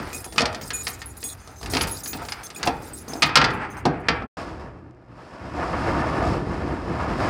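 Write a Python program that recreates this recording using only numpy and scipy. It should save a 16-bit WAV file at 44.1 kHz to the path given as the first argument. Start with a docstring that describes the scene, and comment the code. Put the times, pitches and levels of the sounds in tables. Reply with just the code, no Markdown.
"""A padlock with a bunch of keys is worked out of the steel latch of a roll-up door, heard close by outdoors.
Impulsive contacts excite the latch, its plate and the door's sheet; the keys are decaying modes that
are choked as they touch again, over a clatter of tiny brushes; then the bolt is slammed over.
After a short silence one hears, inside the unit, the corrugated door rattle up its rails as bands of
filtered clicks and noise."""
import sys
import numpy as np
from scipy import signal
from scipy.fft import rfft, irfft
from scipy.io import wavfile
from scipy.ndimage import uniform_filter1d

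SR = 44100
rng = np.random.default_rng(int(sys.argv[2]) if len(sys.argv) > 2 else 0)


def inscribe(sig):
    """Save sig as 16-bit PCM at rate SR to the path in sys.argv[1].

    A 1-D sig is mono; a 2-D sig holds one channel per row.
    Samples are clipped to [-1, 1] before scaling.
    """
    pcm = np.round(np.clip(np.atleast_2d(sig).T, -1, 1) * 32767)
    wavfile.write(sys.argv[1], SR, pcm.astype(np.int16))


N = 321489

# All source levels stand before the gain in scene() and the saturation in record().
# Rattles of the keys. Each row: start in seconds, stop in seconds, brushing level in dB, loudest ring in dB,
# how much weaker each next set rings in dB, sets of KEY_MODES that ring (a = first), loudest first.
RATTLES = [(0.018, 0.025, -56, -62, 3, "g"), (0.07, 0.13, -55, -81, 3, "e"),
           (0.129, 0.143, -44, -43, 4, "hiec"), (0.145, 0.155, -42, -36, 3, "bhegic"),
           (0.162, 0.2, -50.5, -44.5, 3.3, "heigc"), (0.202, 0.214, -55, -47, 3.3, "hie"),
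           (0.243, 0.266, -52, -45.5, 3, "ehibcfg"), (0.275, 0.36, -61, -55, 9, "f"),
           (0.325, 0.372, -60, -45, 3, "i"), (0.613, 0.686, -44.5, -57, 3, "cbedg"),
           (0.733, 0.824, -49, -34, 8.2, "aebd"), (0.83, 0.887, -48, -43.5, 3, "ec"),
           (0.88, 0.904, -39.5, -49, 3, "eadbg"), (0.93, 0.944, -48, -50, 3, "agb"),
           (0.989, 1.014, -53, -65, 3, "e"), (1.058, 1.126, -77, -45, 13, "ead"),
           (1.168, 1.184, -50.5, -51, 4, "eacd"), (1.203, 1.222, -50, -52, 4, "egc"),
           (1.238, 1.334, -49, -37.5, 3.2, "cefbagd"), (1.4, 1.55, -91, -59, 5, "daf"),
           (1.56, 1.67, -57, -54.5, 3, "d"), (1.698, 1.743, -40.5, -45, 3, "ecabfg"),
           (1.757, 1.81, -46, -47, 4.6, "ecbga"), (1.815, 1.834, -40, -37.5, 2.1, "ecbadfg"),
           (1.87, 1.902, -42, -45, 3, "ecga"), (1.91, 1.975, -46, -38, 10, "ebcdg"),
           (1.97, 2.005, -46.5, -56, 3, "afgec"), (2.034, 2.086, -41, -33.5, 6.8, "ebdgca"),
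           (2.075, 2.128, -68.5, -36, 3.1, "gebdac"), (2.135, 2.172, -55, -43, 7.6, "gc"),
           (2.218, 2.28, -52.5, -58, 5.7, "afg"), (2.29, 2.343, -58, -51.5, 3.6, "fead"),
           (2.435, 2.47, -51, -45, 2.5, "dfecg"), (2.547, 2.554, -53, -47, 5.1, "cfeg"),
           (2.56, 2.587, -50, -43, 3, "ahebg"), (2.654, 2.656, -35, -47, 12, "ge"),
           (2.82, 2.893, -54, -61, 4, "cef"), (2.933, 2.985, -51, -39.5, 9.8, "cegb"),
           (2.985, 3.027, -61, -54, 8, "ea"), (3.083, 3.2, -55, -49, 2.1, "edgcbaf"),
           (3.256, 3.276, -54, -51, 1.6, "egac"), (3.39, 3.45, -62, -74, 3, "eg"),
           (3.508, 3.513, -57, -67, 3.1, "e"), (3.534, 3.549, -58, -62, 3.1, "eg"),
           (3.702, 3.742, -60, -62, 2.3, "dbfeg"), (3.768, 3.797, -54, -59, 2.4, "gcdf"),
           (3.998, 4.013, -66, -73, 2.5, "f")]
# Sets of modes that sound together. Each mode: frequency in Hz, level in dB, undamped t60 in seconds.
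KEY_MODES = [
    [(6948, 0, 2.5), (2461, -8, 1.1), (8431, -5, 1.2), (13330, -16, .9), (8909, -18, 1.1)],
    [(6713, 0, 1.1), (13040, -9, .9)],
    [(8145, 0, .9)],
    [(6185, 0, 1.4), (6455, -6, 1.5)],
    [(10525, 0, .6), (10700, -6, .6), (13280, -9, .5)],
    [(9216, 0, 1.2), (3440, -5, 1.0)],
    [(14880, 0, 1.5)],
    [(2490, 2, .14), (5250, -8, .15)],
    [(8620, 0, .5), (7250, -2, .3)],
]
# Spectrum of the corrugated sheet. Each row: frequency in Hz, density in dB per Hz.
SHEET_SPECTRUM = [(18, -32.5), (45, -1.5), (270, -4), (500, -3), (800, -3), (1080, -9), (1260, -6),
                  (3880, -20.5), (4870, -17.5), (6250, -28.5), (12000, -54.5), (15600, -82.5)]
LOCK_OUT_S = 3.3  # the padlock leaves the latch


def undb(db):
    """Amplitude ratio of a level: twenty decibels per factor of ten."""
    return 10 ** (np.asarray(db) / 20)


def unit(x):
    """Normalisation to an rms of 1."""
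    return x / np.sqrt(np.mean(x ** 2))


def curves(table):
    """Linear interpolation in time of the columns of a table, the first being seconds."""
    s, *columns = np.transpose(table)
    return [np.interp(np.arange(N) / SR, s, c) for c in columns]


def band(x, lo_hz, hi_hz):
    """Butterworth band-pass: only the frequencies between two edges pass."""
    edges = [lo_hz, min(hi_hz, .48 * SR)]
    return signal.sosfilt(signal.butter(3, edges, "band", fs=SR, output="sos"), x)


def colour(x, points):
    """Minimum-phase filter of a (Hz, dB) spectrum: folding the cepstrum of its log gain makes it causal."""
    hz, db = np.transpose(points)
    grid = np.linspace(1, SR / 2, num=2049)
    log_gain = np.log(undb(np.interp(np.log(grid), np.log(hz), db)))
    cepstrum = irfft(log_gain)
    cepstrum[1:2048] *= 2
    cepstrum[2049:] = 0
    response = irfft(np.exp(rfft(cepstrum)))
    return signal.oaconvolve(x, response, axes=-1)[:len(x)]


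def clatter(per_s, spread_db, hiss):
    """Shot noise: random clicks of very unequal size over a share of hiss, at rms 1."""
    chance = rng.random((3, N))
    occurs = chance[0] < per_s / SR
    polarity = np.sign(chance[1] - .5)
    size = undb(-spread_db * np.log(chance[2] + 0.011))
    return unit(unit(occurs * polarity * size) + hiss * rng.standard_normal(N))


def walk(rate):
    """Slow random modulation: levels held for 1 / rate seconds and averaged twice; spread near 1."""
    k = int(SR / rate)
    held = np.repeat(rng.standard_normal(N // k + 1), k)
    return 1.3 * uniform_filter1d(uniform_filter1d(held, k), k)[:N]


def sheet_response():
    """Impulse response of the sheet: a dense modal field that dies fastest in the treble, and a few strong modes."""
    # Each row: frequency in Hz, t60 in seconds.
    decay_times = [(60, 0.8), (420, 0.43), (1300, 0.55), (2600, 0.45), (4500, 0.25), (7700, 0.17),
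                   (16000, 0.08)]
    # Modes that stand out. Each row: frequency in Hz, relative level in dB, t60 in seconds.
    strong_modes = [(318, 2, .5), (690, 1, .3), (1289, 0, .5), (1405, 0, .45), (1728, 0, .4),
                    (2135, -2, .35), (2306, -2, .35), (2418, -4, .3)]
    t = np.arange(SR) / SR
    hz, t60 = np.transpose(decay_times)
    dense = 0
    for lo in 30 * 2. ** np.arange(0, 9, .5):  # half-octave bands
        centre = lo * 2 ** (1 / 4)
        decay = np.log(1000) / np.interp(np.log(centre), np.log(hz), t60)
        noise = band(rng.standard_normal(SR), lo, np.sqrt(2) * lo)
        dense = dense + np.sqrt(decay) * np.exp(-decay * t) * noise  # the same energy at any decay
    rings = sum(undb(db) * np.sin(2 * np.pi * f * t) * 1000 ** (-t / d) for f, db, d in strong_modes)
    return (unit(colour(dense, SHEET_SPECTRUM)) + undb(-11) * unit(rings)) / np.sqrt(SR)


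def contact_forces():
    """Impact with rebounds: each blow is a tick and a dying chatter; rows feed body, treble, boom, brief boom."""
    # The lock knocks the latch. Each row: time in seconds, level in dB, boom of the sheet in dB re that level.
    knock_rows = [(0.13, -33, -6.5), (0.243, -34, -17), (0.324, -32.5, -6.5), (0.3605, -30, 0),
                  (0.375, -39, -14), (0.381, -6, -31), (0.396, -20.5, -10), (0.407, -17, -3.5),
                  (0.418, -19, -41), (0.456, -15, -27), (0.528, -34, -28), (0.547, -23.5, -24),
                  (0.613, -31, -8.5), (0.705, -20, -19.5), (0.8689, -16, -19.5), (1.0176, -28, -48),
                  (1.229, -27.5, -13.5), (1.475, -38.5, -2.5), (1.613, -37.5, 0.5), (1.63, -28.5, -8.5),
                  (1.66, -25.5, -22), (1.724, -30.5, -6), (1.736, -16.5, -5.5), (1.7496, -18.5, -14.5),
                  (1.769, -13.5, -45), (1.81, -12.5, -16.5), (1.8365, -22.5, -13), (1.876, -28, -17.5),
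                  (2.0595, -27.5, -37.5), (2.1318, -22.5, -10.5), (2.172, -36, -20), (2.2509, -33.5, -5),
                  (2.2864, -25.5, -28), (2.3215, -20, -38), (2.4326, -36, -12.5), (2.5027, -31.5, -22),
                  (2.6299, -14, -17.5), (2.6731, -14.5, -6.5), (3.0808, -35, 1), (3.1344, -30, -0.5)]
    # The bolt is slammed over and rebounds. Each row: time in seconds, level in dB, boom in dB re that level,
    # softness of the contact as a time constant in milliseconds.
    slam_rows = [(3.2218, -5, -18, 0.0085), (3.229, -4.5, -36.5, 0.02), (3.292, -13, -22, 0.062),
                 (3.3556, 1.5, -19, 0.012), (3.3701, 0.5, -21.5, 0.035), (3.414, 0.5, -16.5, 0.064),
                 (3.442, -5.5, -23.5, 0.031), (3.503, -22.5, -26, 0.029), (3.8536, -15.5, 0, 0.0083),
                 (4.085, 0, -20.5, 0.049), (4.2216, -32, 6, 0.052)]
    chatter_t60_s, brief_t60_s = 0.065, 0.052
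    force = np.zeros((4, N))
    bounces = clatter(5000, spread_db=3.0, hiss=0.81)
    t = np.arange(SR // 10) / SR
    brief = 1000 ** (-t / brief_t60_s)  # only the first bounces are heavy enough to move the bolt
    tick = 1000 ** (-t[:SR // 2000] / 0.00025)
    # light knocks have relatively more treble than heavy ones
    blows = [(s, db, boom, -8.5 - 0.56 * (db + 27.5), 0, 4.1) for s, db, boom in knock_rows]
    blows += [(s, db, boom, -18, soft_ms, 2.2) for s, db, boom, soft_ms in slam_rows]
    for s, db, boom_db, treble_db, soft_ms, tick_size in blows:
        i = int(s * SR)
        push = (1 - np.exp(-t / 0.00029)) * 1000 ** (-t / chatter_t60_s) * bounces[i:i + len(t)]
        push[:SR // 2000] += tick_size * tick  # first contact is one hard tick
        push = undb(-16) * unit(push)  # the same energy however the bounces fall
        slow = np.exp(-1000 / SR / max(soft_ms, 1e-4))  # a softer contact pushes longer and loses its treble
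        push = signal.lfilter([(1 - slow) ** 2], [1, -2 * slow, slow ** 2], push)
        gains = undb(db + np.array([[0], [treble_db], [boom_db], [boom_db]]))
        force[:, i:i + len(t)] += gains * [push, push * brief ** 0.66, push, push * brief]
    return force


def latch():
    """Source and resonator: contact forces crack in the latch and ring on in the sheet; friction scrapes both."""
    # Fumbling. Each row: time in seconds, scrape of steel on the latch in dB, rumble in the sheet in dB,
    # deep bass in dB re rumble.
    fumbling = [(0, -31, -29.5, -1), (0.06, -38, -36.5, 1), (0.12, -42, -42, 1), (0.22, -44, -45.5, 0),
                (0.33, -48.5, -44, 1.5), (0.5, -44.5, -42.5, -6.5), (0.8, -47.5, -46, 3.5),
                (1.43, -51.5, -51, 6), (1.6, -52, -53, 10.5), (1.68, -42.5, -37, 6.5),
                (1.85, -31.5, -35.5, 1), (2.0, -50, -45.5, 1), (2.2, -42, -42, -1), (2.4, -44.5, -48, 0),
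                (2.53, -53.5, -46.5, -4), (2.61, -36, -37, -7), (3.05, -48.5, -43.5, -1.5),
                (3.12, -35.5, -46, -8), (3.2, -44, -55, -4), (3.55, -33.5, -30.5, -12),
                (3.8, -42.5, -41.5, 1.5), (4.27, -43, -38.5, 0.5)]
    # Spectrum of the latch. Each row: frequency in Hz, density in dB per Hz.
    latch_spectrum = [(120, -48.5), (200, -15.5), (1000, -2), (1770, -2), (3900, -6), (4680, -1),
                      (6170, -10), (6880, -11), (8580, -7), (16000, -46.5)]
    body_force, treble_force, boom_force, brief_force = contact_forces()
    scrape_db, rumble_db, deep_db = curves(fumbling)
    scrape = undb(scrape_db + 3.04 * walk(25.16)) * clatter(1400, spread_db=3.0, hiss=0.95)
    rumble = undb(rumble_db + 1.0 * walk(15)) * rng.standard_normal(N)
    body, sheet = colour(body_force, latch_spectrum), sheet_response()

    crack = undb(2.5) * band(body, 540, 5800)
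    crack += undb(-1.0) * band(band(treble_force, 4900, 11000), 4000, 12000)
    ring = signal.oaconvolve(undb(-9.5) * body_force, band(sheet, 920, 12000))[:N]
    boom_response = band(sheet, 43, 1100) + undb(-6.5) * band(sheet, 2400, 2700)
    boom = signal.oaconvolve(undb(-1.0) * boom_force + undb(3.5) * brief_force, boom_response)[:N]
    thud = undb(14) * band(brief_force, 180, 1150)  # the bolt's own dull, short body

    hooked = np.arange(N) < LOCK_OUT_S * SR
    lock_scrape, bolt_scrape = scrape * hooked, scrape * ~hooked
    rub = undb(11) * band(colour(lock_scrape, SHEET_SPECTRUM), 700, 11000)
    rub += undb(-11.0) * band(colour(lock_scrape, latch_spectrum), 2500, 9900)
    rub += undb(15.0) * band(colour(bolt_scrape, SHEET_SPECTRUM), 800, 2600)  # the loose bolt buzzes on, duller
    rub += undb(-20.5) * band(colour(bolt_scrape, latch_spectrum), 4000, 11000)
    rub += undb(11.5) * band(rumble, 124.4, 430) + undb(19.0) * band(undb(deep_db) * rumble, 49, 110)
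    return crack + ring + boom + thud + rub


def jingle():
    """Random impulses on damped resonators: keys brush each other in tiny clicks and short pings."""
    # How readily each set in KEY_MODES answers a light brush. Each entry: relative level in dB.
    brushed_db = [-2.5, -5, 3, -8.5, 2.5, -4, -8, -4, -7]
    t = np.arange(N) / SR
    busy = undb(-61.0) * (t < LOCK_OUT_S)  # faint brushing between the rattles
    for start, stop, db, *_ in RATTLES:
        busy = busy + undb(db) * (t > start) * 1000 ** (-np.clip(t - stop, 0, 1) / 0.087)
    taps = busy * clatter(65, spread_db=5.0, hiss=0)
    out = undb(-5) * band(taps, 4300, 5800)

    shake_db = 1.7 * walk(50)
    for lo in 3600 * 2 ** np.arange(0, 2.1, 1 / 3):  # each pitch range has its own tiny touches
        touch = busy * undb(shake_db + 2.1 * walk(34.68)) * clatter(400, spread_db=3.5, hiss=0.3)
        out = out + undb(-4.0 - 3.6 * np.log2(lo / 6000)) * band(touch, lo, 1.19 * lo)

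    t = t[:SR // 10]
    small_modes_hz = np.geomspace(5000, 15000, num=16) * (1 + .03 * rng.standard_normal(16))
    for hz in small_modes_hz:  # many small modes clink briefly
        clink = np.sin(2 * np.pi * hz * t) * 1000 ** (-t / 0.029)
        out = out + undb(-37) * signal.oaconvolve(busy * clatter(45, spread_db=4.0, hiss=0), clink)[:N]

    for db, key in zip(brushed_db, KEY_MODES):  # each key is touched on its own
        muted = sum(undb(g) * np.sin(2 * np.pi * f * t) for f, g, _ in key if f > 5000) * 1000 ** (-t / 0.08)
        touches = busy * clatter(60, spread_db=4.0, hiss=.12)
        out = out + undb(db - 38) * signal.oaconvolve(touches, muted)[:N]
    return out


def ring_levels(top_db, step_db, sets):
    """Modal excitation: level of each set in KEY_MODES in one rattle; sets not named stay still."""
    return [top_db - step_db * sets.find(name) if name in sets else -np.inf for name in "abcdefghi"]


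def keys():
    """Free modal vibration: struck at the start, decaying exponentially, choked in milliseconds at the stop."""
    held = 0.61  # fingers on the bunch shorten every t60 to this share
    out = np.zeros(N)
    chance = rng.standard_normal((len(RATTLES), 2 * sum(map(len, KEY_MODES))))
    shimmer = [undb(3.4 * walk(70)) for _ in KEY_MODES]  # light brushes keep nudging each ring
    for (start, stop, _, *struck), draw in zip(RATTLES, chance):
        t = np.arange(int((stop - start + 0.03) * SR)) / SR
        onset = 1 - np.exp(-t / 0.00044)
        choke = 1000 ** (-np.maximum(t - (stop - start), 0) / 0.012)
        now = slice(int(start * SR), int(start * SR) + len(t))
        sets = zip(ring_levels(*struck), KEY_MODES, shimmer)
        modes = [(f, db + g, d, nudge[now]) for db, key, nudge in sets for f, g, d in key]
        for k, (f, db, t60, nudge) in enumerate(modes):
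            detune, level_draw = draw[2 * k], draw[2 * k + 1]
            tone = np.sin(2 * np.pi * f * (1 + .001 * detune) * t + 10 * detune)
            decay = 1000 ** (-t / (held * t60))
            out[now] += undb(db + 1.8 * level_draw) * nudge * onset * choke * decay * tone
    return out


def thuds():
    """Modal synthesis of a plate: heavy, dull blows ring its low modes; sharp ones leave a brief steel note."""
    # Heavy blows on the latch plate. Each row: time in seconds, level in dB, tilt in dB per octave.
    heavy_blows = [(0.264, -39, 0), (2.209, -40, 5.5), (2.219, -33, 6), (2.663, -26.5, 4), (2.6737, -18, 1),
                   (2.684, -27, -1), (3.853, -20.5, 2), (3.861, -20.5, 0.5)]
    # Modes of the plate. Each row: frequency in Hz, relative level in dB, t60 in seconds.
    plate_modes = [(129, -4.5, 0.088), (240, -5, 0.037), (354, -2, 0.072), (558, -4.5, 0.052),
                   (696, -1.7, 0.12), (828, -3.5, 0.091), (955, -7.5, 0.11), (1220, -9.5, 0.061),
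                   (1500, -16, 0.046)]
    # Brief notes of the shackle on the latch. Each row: time in seconds, frequency in Hz, level in dB.
    steel_notes = [(0.382, 2510, -17), (0.406, 4440, -23), (0.418, 5600, -27), (0.455, 4330, -22.5),
                   (0.706, 1650, -34), (0.869, 1950, -37), (1.018, 1830, -37.5), (2.322, 1500, -43),
                   (2.321, 5000, -27), (2.634, 1570, -36), (2.674, 2710, -25), (3.135, 5100, -31)]
    cycles_to_die, pair_ratio = 170, 1.2  # cycles to fall by 60 dB; pitch of a close second mode
    out, t = np.zeros(N), np.arange(SR // 4) / SR
    chance = rng.standard_normal((len(heavy_blows), 3 * len(plate_modes)))
    for (s, db, tilt_db), draw in zip(heavy_blows, chance):
        i = int(s * SR)
        for k, (f, g, t60) in enumerate(plate_modes):
            detune, level_draw, phase = draw[3 * k:3 * k + 3]
            tone = np.sin(2 * np.pi * f * (1 + .04 * detune) * t + 1.2 * phase)
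            shape = (1 - np.exp(-t / 0.00056)) ** 2 * 1000 ** (-t / t60)
            mode_db = db + g + tilt_db * np.log2(f / 700) + 0.93 * level_draw
            out[i:i + len(t)] += undb(mode_db) * shape * tone
    for s, hz, db in steel_notes:
        i = int(s * SR)
        pair = np.sin(2 * np.pi * hz * t) + 0.4 * np.sin(2 * np.pi * pair_ratio * hz * t)
        shape = (1 - np.exp(-t / 0.0003)) * 1000 ** (-t * hz / cycles_to_die)
        out[i:i + len(t)] += undb(db) * shape * pair
    return out


def door():
    """Impacts smeared by reverberation: slats knock in the rails in uneven bursts, over a wavering narrow-band hum."""
    # The door going up. Each row: time in seconds, rumble in dB, jolting in dB (how far rattle and rails
    # stand out, before the weights below).
    lift = [(4.37, -38, 6.5), (4.6, -38, -4), (4.9, -48.5, -10), (5.05, -51.5, -5.5), (5.2, -46, 1.5),
            (5.53, -40, 0.5), (5.6, -29, 0), (5.75, -30.5, -1.5), (5.9, -29.5, 2), (6.25, -25, -2.5),
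            (6.33, -25.5, 0), (6.42, -28.5, -5), (6.6, -28.5, -3), (6.86, -34, -3), (6.9, -28.5, -6),
            (7.0, -31, 1), (7.18, -26.5, -1.5), (7.29, -26.5, 2)]
    # Slats catch in the rails. Each row: time in seconds, sudden change of rattle in dB, of rails in dB,
    # ring of the slat in dB.
    jolts = [(4.595, 5, 5.5, -58), (5.581, 1, -3, -35.5), (5.627, 4.5, 2, -33), (5.73, 8.5, -2, -44),
             (5.861, 4.5, 1, -48), (6.02, 1.5, -6, -33), (6.13, 1.5, 0.5, -39), (6.22, 2.5, 3, -26),
             (6.25, -1.5, 2, -37), (6.995, 1, 0, -44), (7.05, 1, -5.5, -40), (7.197, 3.5, 2.5, -31)]
    # Spectrum of the door. Each row: frequency in Hz, density in dB per Hz.
    door_spectrum = [(15, -30), (25, -24), (59, -0.5), (120, -2.5), (165, 1.5), (195, -4), (293, -1),
                     (463, -9.5), (695, -10), (1200, -12.5), (1780, -17.5), (2000, -24.5), (2500, -24),
                     (3720, -32), (5200, -28.5), (6050, -38), (8830, -42), (16000, -67)]
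    # Faint ticks while the door rests. Each row: time in seconds, impulse level before the band-pass in dB.
    faint_ticks = [(4.91, -40), (4.949, -47)]
    # Wavering low tones inside the unit. Each row: frequency in Hz, width in Hz, level in dB.
    hum_tones = [(117.3, 12, -54.5)]
    jolt_fade_s, slat_fade_s = 0.049, 0.036
    slat_hz, slat_width_hz = 688, 137
    rumble_db, jolt_db = curves(lift)
    now = np.arange(N) / SR

    def fade(s, fade_s):
        """Transient envelope: a quick rise at s and an exponential fall."""
        return np.clip((now - s) / 0.0026, 0, 1) * np.exp(-np.abs(now - s) / fade_s)

    # rattle and rails relative to the rumble
    rattle_db = -3 + 0.9 * jolt_db + sum(db * fade(s, jolt_fade_s) for s, db, _, _ in jolts)
    rails_db = -17 + 1.23 * jolt_db + sum(db * fade(s, jolt_fade_s) for s, _, db, _ in jolts)
    slat_noise = clatter(300, spread_db=4.5, hiss=1.0)
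    slat = unit(band(slat_noise, slat_hz - slat_width_hz / 2, slat_hz + slat_width_hz / 2))
    t = np.arange(SR // 2) / SR
    box = rng.standard_normal(len(t)) * 1000 ** (-t / 0.05)  # short reverberation of the steel box
    shake_db = 1.1 * walk(30)
    out = slat * sum(undb(db) * fade(s, slat_fade_s) for s, _, _, db in jolts)

    # rumble, rattle and rails: lower edge in Hz, upper edge in Hz, level in dB re rumble, clicks per second
    layers = (20, 533, -0.47, 830), (470, 2600, rattle_db, 1300), (2380, 22000, rails_db, 1500)
    for lo_hz, hi_hz, db, per_s in layers:
        knocks = clatter(per_s, spread_db=2.0, hiss=1.0)
        knocks = 0.2 * unit(signal.oaconvolve(knocks, box)[:N]) + knocks
        level = undb(rumble_db + db + shake_db + 1.1 * walk(12))
        out = out + level * unit(band(colour(knocks, door_spectrum), lo_hz, hi_hz))
    for s, db in faint_ticks:
        out[int(s * SR):][:len(t)] += undb(db) * band(1. 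* (t == 0), 2520, 7800)
    for hz, width, db in hum_tones:
        out = out + undb(db) * unit(band(rng.standard_normal(N), hz - width / 2, hz + width / 2))
    return out


def scene():
    """Superposition of sources: outdoors at the latch, a gap of silence, then indoors."""
    # Overall gain, with the gap. Each row: time in seconds, gain in dB.
    gain_points = [(4.232, 10), (4.261, 1), (4.274, -35), (4.289, -68), (4.292, -120), (4.367, -120),
                   (4.3703, 7)]
    gap_middle_s = np.mean([gain_points[4][0], gain_points[5][0]])
    inside = np.arange(N) / SR > gap_middle_s
    sound = np.where(inside, door(), latch() + thuds() + keys() + jingle())
    return (sound * undb(curves(gain_points)[0]))[None]


def record(dry):
    """Saturation and band-limiting: the phone rounds the loudest peaks and cuts the top."""
    top_hz = 15900
    rounded = 1.027 * np.tanh(dry / 1.766)
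    return signal.sosfilt(signal.ellip(8, .2, 80, top_hz, fs=SR, output="sos"), rounded)


dry = scene()
out = record(dry)
inscribe(out)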